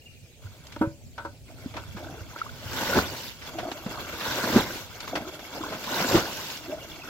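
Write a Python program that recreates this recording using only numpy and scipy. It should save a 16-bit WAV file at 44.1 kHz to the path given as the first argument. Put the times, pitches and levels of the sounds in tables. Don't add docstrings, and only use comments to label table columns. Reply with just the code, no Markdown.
import sys
import numpy as np
from scipy import signal
from scipy.fft import rfft, irfft, next_fast_len
from scipy.io import wavfile
from scipy.ndimage import uniform_filter1d, map_coordinates

SR = 44100
rng = np.random.default_rng(int(sys.argv[2]) if len(sys.argv) > 2 else 0)


def unload_wav(signal):
    wavfile.write(
        sys.argv[1],
        SR,
        np.round(np.clip(np.atleast_2d(signal).T, -1, 1) * 32767).astype(np.int16),
    )


N = 312669

# time in seconds, relative level in dB.
WIND_LEVELS = [(0.0, -59), (0.75, -52.5), (1.64, -51), (1.87, -44), (2.41, -54), (2.74, -44.5), (3.41, -53),
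               (4.6, -53.5), (4.82, -57), (5.13, -52.5), (5.45, -62), (6.0, -62), (6.16, -56),
               (6.71, -57.5), (6.99, -53.5), (7.09, -60)]
# start in seconds, length in seconds, start pitch in Hz, level in dB.
CHIRPS = [(0.015, 0.015, 2850, -50), (.053, .03, 2820, -43.5), (0.072, .022, 2480, -54),
          (.156, .035, 2520, -57), (.226, 0.06, 2480, -60), (6.546, .025, 2870, -42),
          (6.798, 0.048, 2950, -43.5), (6.88, 0.078, 2960, -49), (7.012, .02, 2660, -39.5)]
# start in seconds, length in seconds, relative level in dB, extra gurgle in dB.
STEPS = [(.43, 0.17, -0.5, -11), (0.652, 0.15, 2, -6), (1.15, 0.17, -6.5, 4), (1.488, 0.025, 0.5, 3.5),
         (1.596, 0.089, 7.5, -5.5), (1.754, 0.025, 2, 6), (4.894, 0.28, 8, -23)]
# start in seconds, filling in seconds, relative level in dB, extra gurgle in dB.
DIPS = [(1.97, 0.19, -4, -4), (3.59, 0.089, 2, -0.5), (5.14, 0.079, 0.5, 0.5), (6.709, 0.017, 0, 1)]
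# start in seconds, spilling in seconds, relative level in dB, extra gurgle in dB.
SPILLS = [(2.37, 0.072, -5.5, -8), (3.949, 0.061, 1.5, 0), (5.569, 0.17, -0.3, 4.5), (7.07, .05, -8, -8)]
# start in seconds, relative peak in dB, pitch in Hz, life in cycles.
PLOPS = [(0.447, -26.5, 91, 7), (.872, -15, 105, 2.4), (1.658, -19.5, 245, 8.6), (1.837, -33, 1340, 14),
         (1.946, -28, 190, 10.6), (2.121, -29.5, 140, 5.6), (2.207, -27, 90, 7.3), (2.415, -14.5, 1290, 25),
         (2.464, -28, 1124, 23), (2.491, -30.5, 1420, 33), (2.656, -24, 93, 4.7), (2.931, -15, 1400, 35),
         (2.988, -7.5, 1390, 18), (3.55, -29.5, 313, 32), (3.584, -18.5, 677, 17), (3.716, -24, 730, 14),
         (3.86, -20.5, 195, 8), (4.5, -17.5, 296, 12), (5.077, -25, 1070, 13), (5.219, -27.5, 235, 7.7),
         (5.268, -28.5, 346, 18), (5.575, -28, 544, 16), (5.605, -23, 303, 15), (5.635, -20.5, 1020, 20),
         (5.924, -18, 985, 17), (6.722, -22.5, 606, 26), (6.74, -29, 606, 33)]
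# start in seconds, relative peak in dB, centre in Hz, t60 in seconds.
SLAPS = [(.668, -39, 6000, .045), (.721, -34, 3020, 0.11), (0.761, -30, 500, .045), (.811, -33, 300, 0.031),
         (1.179, -30.5, 990, 0.11), (1.248, -41, 3400, .11), (1.739, -30.5, 600, 0.19),
         (1.766, -27, 1010, 0.11), (1.968, -31, 890, 0.16), (2.385, -31.5, 2980, 0.18),
         (3.417, -33.5, 2020, 0.33), (3.585, -26.5, 990, .17), (3.715, -26.5, 2500, .06),
         (3.861, -23.5, 350, 0.17), (4.137, -26, 400, .09), (4.207, -24, 1590, .17),
         (5.003, -26.5, 3820, 0.058), (5.075, -30, 1790, 0.11), (5.154, -17.5, 1200, 0.11),
         (5.392, -32, 1410, .06), (5.721, -25.5, 865, 0.23), (5.839, -27.5, 3600, 0.071),
         (5.999, -20, 700, 0.083), (6.5, -27, 4030, 0.056)]
# start in seconds, relative level in dB, brightest register in Hz,
# share of the ring time left by the hands.
KNOCKS = [(.762, -25, 600, .2), (.811, -15, 300, 1), (.813, -20.5, 1000, .7), (1.18, -31.5, 1900, .95),
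          (1.249, -27.5, 1000, .6), (1.768, -34, 1400, .8), (2.36, -27, 1400, .2)]
# pitch in Hz, relative level in dB, undamped t60 in seconds.
BASIN_MODES = [(200, -2, .07), (248, 0, .08), (323, 1, .21), (463, -10, .15), (571, -7, .3), (640, -12, .1),
               (781, -13, .13), (935, -4, .18), (1010, -14, .22), (1160, -14, .16), (1303, -9, .16),
               (1365, -7, .17), (1495, -10, .27), (1560, -14, .18), (2150, -22, .15), (3386, -25, .1)]
# landing of the bulk in seconds, relative sheet level in dB,
# pouring before it in seconds, run-off after it in seconds, extra heavy water in dB.
THROWS = [(2.973, -0.76, .19, 0.31, -2.1), (4.567, -0.67, 0.31, 0.23, -0.94), (6.155, 0.96, 0.2, .39, -1.5)]
# relative level in dB,
# air pocket pitch in Hz, relative ground thump in dB, spatter in dB.
LANDINGS = [(-10.8, 250, -23, -22), (-10.3, 232, -21, -20), (-11.3, 340, -16, -18.5)]

# frequency in Hz, relative level in dB.
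AIR_SPECTRUM = [(88, -4.5), (150, -0.5), (201, -14), (466, -12), (578, -12.5), (1100, -32), (2100, -24),
                (2400, -19), (2870, -23.5), (3620, -24), (4410, -23), (5460, -25.5), (7620, -25),
                (9260, -32), (16000, -32.5)]
WIND_SPECTRUM = [(12, -32), (20, -40), (54, 2), (102, 5), (130, 0), (200, -14), (260, -4), (440, -120)]
GURGLE_SPECTRUM = [(76, -37), (130, -9), (155, -10), (193, -9.5), (312, 4.5), (417, -6.5), (558, -5),
                   (610, 4), (900, -9), (1170, -42), (1980, -120)]
SPLASH_SPECTRUM = [(470, 4), (800, -2), (933, 0.5), (1150, -4), (1390, 1.5), (1590, 0), (1830, -25),
                   (2100, -30), (2730, -38), (4620, -120)]
FIZZ_SPECTRUM = [(1120, -3.5), (1900, -5.5), (2170, -2), (2270, 1), (2440, -11), (2740, -0.5), (2990, -10),
                 (3360, -0.5), (3770, -10.5), (4280, -7.5), (7170, -11.5), (8800, -27.5), (11600, -16.5),
                 (15000, -15), (16000, -27)]
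MASS_SPECTRUM = [(53, -28), (90, 0), (150, -6.5), (247, -1), (389, -3), (433, -6), (525, -0.5), (900, -11),
                 (1170, -14), (1980, -120)]
SPLATTER_SPECTRUM = [(470, -11), (800, -1.5), (940, 3), (1250, -4), (1490, 4), (1780, -6.5), (2100, -7),
                     (2730, -14), (4620, -120)]
SPRAY_SPECTRUM = [(1120, -7), (1900, -5), (2530, -6), (2860, -1.5), (3220, -5.5), (3580, -3), (4090, -5),
                  (4430, -4.5), (5340, -5.5), (7500, -11), (9210, -24.5), (12100, -12), (15200, -13.5),
                  (16000, -14.5)]
IMPACT_SPECTRUM = [(40, -48), (120, 2), (220, 6), (400, 7), (520, -9), (900, -9), (1500, -19), (2200, -16),
                   (6000, -57)]
SPATTER_SPECTRUM = [(100, 6), (400, 7.5), (1000, 0.5), (1550, 1), (2100, -13), (4500, -12.5), (7500, -20.5),
                    (9500, -37), (13000, -25)]
# frequency in Hz, side minus mid in dB.
WIDTH = [(30, -1), (70, -2), (130, -18), (280, -26), (600, -15), (1200, -8.5), (2400, 0), (15000, 0)]
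# frequency in Hz, left minus right in dB.
MIC_BALANCE = [(60, -1.5), (120, -1.5), (240, -1), (480, 1.5), (950, -0.5), (1890, 0.5), (3770, -2),
               (7520, -0.5), (15000, 1.5)]

CHIRP_FALL_HZ_PER_S = 2950
LAP_LEAD_S, LAP_S = 0.13, 0.65
COLLAPSE_S, RUNOFF_END_DB_PER_S = 0.079, 153
LOW_CUT_HZ, TOP_HZ = 44, 15900


def amp(db):
    return 10 ** (np.asarray(db) / 20)


def unit(x):
    return x / np.sqrt(np.mean(x ** 2) + 1e-20)


def along(points, hz):
    f, v = np.transpose(points)
    return np.interp(np.log(hz + 1), np.log(f + 1), v)


def wobble(knots_per_s):
    knots = rng.standard_normal(int(N * knots_per_s / SR) + 4)
    return map_coordinates(knots, [np.arange(N) * knots_per_s / SR], order=2)


def filtered(x, response):
    n = x.shape[-1]
    m = next_fast_len(n + SR // 10)
    return irfft(rfft(x, m) * response(np.fft.rfftfreq(m, 1 / SR)), m)[..., :n]


def coloured(pair, spectrum):
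    def response(hz):
        return amp(along(spectrum, hz)) * amp([0 * hz, along(WIDTH, hz)])
    shaped = filtered(pair, response)
    return shaped / (shaped[0].std() + 1e-12)


def add(track, start_s, sound):
    start = max(round(start_s * SR), 0)
    part = track[..., start:start + sound.shape[-1]]
    part += sound[..., :part.shape[-1]]


def patchy(pair, depth_db, size=7):
    z = signal.stft(pair, nperseg=512)[2]
    patches = uniform_filter1d(rng.standard_normal(z.shape[1:]), size, 0)
    patches = uniform_filter1d(patches, size - 2, 1)
    return signal.istft(z * amp(depth_db * unit(patches)), nperseg=512)[1][:, :N]


def field():
    hush = amp(-54) * coloured(patchy(rng.standard_normal((2, N)), depth_db=3.0), AIR_SPECTRUM)
    gusts = amp(3.2 * wobble(14))
    wind_db = np.interp(np.arange(N) / SR, *np.transpose(WIND_LEVELS))
    wind = unit(filtered(rng.standard_normal((2, N)), lambda hz: amp(along(WIND_SPECTRUM, hz))))
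    mid_side_gain = amp([[0], [-2.5]])
    return hush + amp(wind_db + 2.0) * gusts * wind * mid_side_gain


def bird(scatter_db=-5, scatter_t60_s=0.7, waver_hz=70):
    song, waver = np.zeros(N), waver_hz * wobble(250)
    for start_s, length_s, start_hz, db in CHIRPS:
        n = int(length_s * SR)
        hz = start_hz - CHIRP_FALL_HZ_PER_S * np.arange(n) / SR
        hz = hz + np.roll(waver, -int(start_s * SR))[:n]
        add(song, start_s, amp(db) * np.hanning(n) * np.sin(2 * np.pi * np.cumsum(hz) / SR))
    t = np.arange(SR // 3) / SR
    tail = rng.standard_normal((2, len(t))) * amp(-60 * t / scatter_t60_s)
    echo = signal.fftconvolve(song[None], tail / np.linalg.norm(tail[0]), axes=1)[:, :N]
    return np.array([song, 0 * song]) + amp(scatter_db) * echo


def bubble(cycle, life, rise):
    age = cycle / life
    envelope = (1 - np.exp(-12 * age)) ** 2 * amp(-60 * age)
    return envelope * np.exp(2j * np.pi * cycle * (1 + rise * age / 2))


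def water(spectrum, bubbles_per_s, low_hz, high_hz, life, spread_db, wash_db, patch_db):
    when, size, strength, place = rng.random((int(bubbles_per_s * N / SR), 4)).T
    hz = (np.sqrt(low_hz) + size * (np.sqrt(high_hz) - np.sqrt(low_hz))) ** 2
    gain = hz ** (3 / 4) * amp(-spread_db * np.log(np.maximum(strength, np.exp(-4))))
    length = (life * SR / hz).astype(int) + 1
    owner = np.repeat(np.arange(len(hz)), length)
    step = np.arange(len(owner)) - (np.cumsum(length) - length)[owner]
    ring = gain[owner] * bubble(step * hz[owner] / SR, life, rise=0.3)
    at = (when * N).astype(int)[owner] + step
    mid_side = (ring.imag, ring.real * (place[owner] - .5))
    pair = np.array([unit(np.bincount(at, part, N)[:N]) for part in mid_side])
    wash = rng.standard_normal((2, N)) * np.sqrt(SR / 2 / (high_hz - low_hz))
    return coloured(patchy(pair + amp(wash_db) * wash, patch_db), spectrum)


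def swell(start_s, hold_s, rise_db_per_s, fall_db_per_s):
    t = np.arange(N) / SR - start_s
    return amp(rise_db_per_s * np.minimum(t, 0) - fall_db_per_s * np.maximum(t - hold_s, 0))


def stirring():
    def mix(gurgle_db, splash_db, fizz_db):
        return amp([[gurgle_db], [splash_db], [fizz_db]])

    lap_rows = [(start_s - LAP_LEAD_S, LAP_S, db, extra_db) for start_s, _, db, extra_db in DIPS]
    # rows, balance, rise and fall in dB per second
    movements = [
        (DIPS, mix(gurgle_db=-32.5, splash_db=-41, fizz_db=-66), 255, 91),
        (lap_rows, mix(gurgle_db=-50, splash_db=-47.5, fizz_db=-52), 127, 5),
        (SPILLS, mix(gurgle_db=-39.5, splash_db=-34.5, fizz_db=-47.5), 167, 129),
        (STEPS, mix(gurgle_db=-51, splash_db=-54.5, fizz_db=-62.5), 500, 125)]
    parts = []
    for rows, balance, rise, fall in movements:
        for start_s, hold_s, db, extra_db in rows:
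            gain = swell(start_s, hold_s, rise, fall)
            parts.append(amp(db) * balance * mix(extra_db, 0, 0) * gain)
    return np.linalg.norm(parts, axis=0)


def scooping():
    gurgle, splash, fizz = stirring()
    slosh = wobble(45)
    big = water(GURGLE_SPECTRUM, bubbles_per_s=165, low_hz=150, high_hz=900, life=17,
                spread_db=2.4, wash_db=-7, patch_db=1)
    small = water(SPLASH_SPECTRUM, bubbles_per_s=380, low_hz=800, high_hz=2100, life=22,
                  spread_db=2.9, wash_db=-3, patch_db=2)
    drops = water(FIZZ_SPECTRUM, bubbles_per_s=2600, low_hz=1900, high_hz=15000, life=20,
                  spread_db=3.7, wash_db=1.5, patch_db=2.6)
    low = amp(-5.5 + 1.6 * slosh) * gurgle * big
    middle = amp(-5.0 + 1.5 * slosh) * splash * small
    high = amp(2.2 + 1.9 * slosh) * fizz * drops
    return low + middle + high


def plops():
    out, t = np.zeros((2, N)), np.arange(SR // 5) / SR
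    for start_s, db, hz, life in PLOPS:
        ring = bubble(hz * t, life, rise=0.17)
        ring = amp(db - 5.0) * ring / np.abs(ring).max()
        add(out, start_s, np.array([ring.imag, amp(along(WIDTH, hz)) * ring.real]))
    return out


def slaps(attack_s=0.00088, skirt_db=5.5, soft_hz=7500):
    out, t = np.zeros((2, N)), np.arange(SR // 4) / SR
    hz = np.geomspace(40, TOP_HZ, num=20)
    tilt_db = -2.5 * np.log2(hz) - 13 / (1 + (soft_hz / hz) ** 8)
    for start_s, db, centre_hz, t60_s in SLAPS:
        spectrum = np.c_[hz, tilt_db - skirt_db * np.hypot(np.log2(hz / centre_hz), .7)]
        envelope = (1 - np.exp(-t / attack_s)) * amp(-60 * t / t60_s)
        burst = coloured(rng.standard_normal((2, len(t))), spectrum) * envelope
        add(out, start_s, amp(db - 1) * burst / np.abs(burst[0]).max())
    return out


def basin(focus_db=7, attack_s=0.0024, waver=0.28):
    out, t = np.zeros((2, N)), np.arange(SR // 2) / SR
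    hz, level_db, t60_s = np.transpose(BASIN_MODES)[:, :, None]
    for start_s, db, bright_hz, ring_share in KNOCKS:
        focus = focus_db * np.log2(hz / bright_hz) ** 2 / 2
        weight = amp(level_db - focus + rng.normal(0, 0.63, hz.shape))
        drift = waver * np.cumsum(rng.standard_normal((len(hz), len(t))), axis=1) * np.sqrt(hz / SR)
        phase = 2 * np.pi * (hz * t + rng.random((2, len(hz), 1))) + drift
        decay = amp(-60 * t / (t60_s * ring_share))
        modes = weight / np.linalg.norm(weight) * np.sin(phase) * decay
        ring = (modes * amp([0 * hz, along(WIDTH, hz)])).sum(axis=1)
        add(out, start_s, amp(db + 3.0) * ring * (1 - np.exp(-t / attack_s)))
    return out


def sheet(extras_db, rise_db_per_s, swell_db_per_s, drop_db, drain_db_per_s):
    gain = np.zeros(N)
    for (land_s, db, pour_s, runoff_s, _), extra_db in zip(THROWS, extras_db):
        t = np.arange(N) / SR - land_s
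        pouring = swell_db_per_s * np.clip(t, -pour_s, 0) + rise_db_per_s * np.minimum(t + pour_s, 0)
        draining = drop_db * np.clip(t / COLLAPSE_S, 0, 1) ** 2 + drain_db_per_s * np.maximum(t, 0)
        ending = RUNOFF_END_DB_PER_S * np.maximum(t - runoff_s, 0)
        gain += amp(db + extra_db + pouring - draining - ending)
    return gain


def throwing():
    heavy_db = [row[-1] for row in THROWS]
    mass = sheet(heavy_db, rise_db_per_s=93, swell_db_per_s=28.5, drop_db=3.5, drain_db_per_s=47.5)
    splatter = sheet(heavy_db, rise_db_per_s=106, swell_db_per_s=5.5, drop_db=3.5, drain_db_per_s=37)
    spray = sheet(np.zeros(len(THROWS)), rise_db_per_s=83, swell_db_per_s=10.5,
                  drop_db=7.0, drain_db_per_s=3.5)
    lumps = wobble(70)
    low = water(MASS_SPECTRUM, bubbles_per_s=480, low_hz=110, high_hz=900, life=10,
                spread_db=3, wash_db=-3, patch_db=1.2)
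    middle = water(SPLATTER_SPECTRUM, bubbles_per_s=850, low_hz=800, high_hz=2100, life=17,
                   spread_db=3, wash_db=-3, patch_db=2)
    high = water(SPRAY_SPECTRUM, bubbles_per_s=6500, low_hz=1900, high_hz=15500, life=12,
                 spread_db=3.9, wash_db=0, patch_db=2.3)
    low = amp(-28.5 + 1.07 * lumps) * mass * low
    middle = amp(-31 + 0.67 * lumps) * splatter * middle
    high = amp(-33.0 + 0.42 * lumps) * spray * high
    return low + middle + high


def slams(ground_hz=125, spatter_lag_s=0.013, spatter_t60_s=0.17):
    out = np.zeros((2, N))
    t = np.arange(-SR // 10, SR // 3) / SR
    push = np.exp(-(t / .0085) ** 2)
    shock = np.exp(-np.abs(t) / .0095)
    late = t - spatter_lag_s
    burst = np.minimum(amp(60 * late / 0.23), amp(-60 * late / spatter_t60_s))

    def throb(hz):
        return push * np.sin(2 * np.pi * (hz * t + rng.random()))

    for (land_s, *_), (db, pocket_hz, thump_db, spatter_db) in zip(THROWS, LANDINGS):
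        thud = coloured(rng.standard_normal((2, len(t))), IMPACT_SPECTRUM) * shock
        sound = amp(db + 2) * thud / np.abs(thud[0]).max()
        sound[0] += amp(db) * throb(pocket_hz) + amp(thump_db) * throb(ground_hz)
        spatter = burst * coloured(rng.standard_normal((2, len(t))), SPATTER_SPECTRUM)
        add(out, land_s + t[0], sound + amp(spatter_db) * spatter)
    return out


def scene(left_lead_s=.00008):
    mid, side = field() + bird() + scooping() + plops() + slaps() + basin() + throwing() + slams()
    def lead(hz):
        return np.exp(1j * np.pi * left_lead_s * np.array([hz, -hz]))
    return filtered(np.array([mid + side, mid - side]), lead)


def record(dry):
    def response(hz):
        colour = amp(along(MIC_BALANCE, hz) * np.array([[.5], [-.5]]))
        low_cut = 1j * hz / (LOW_CUT_HZ + 1j * hz)
        return colour * low_cut * (hz < TOP_HZ)
    return filtered(dry, response)


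dry = scene()
out = record(dry)
unload_wav(out)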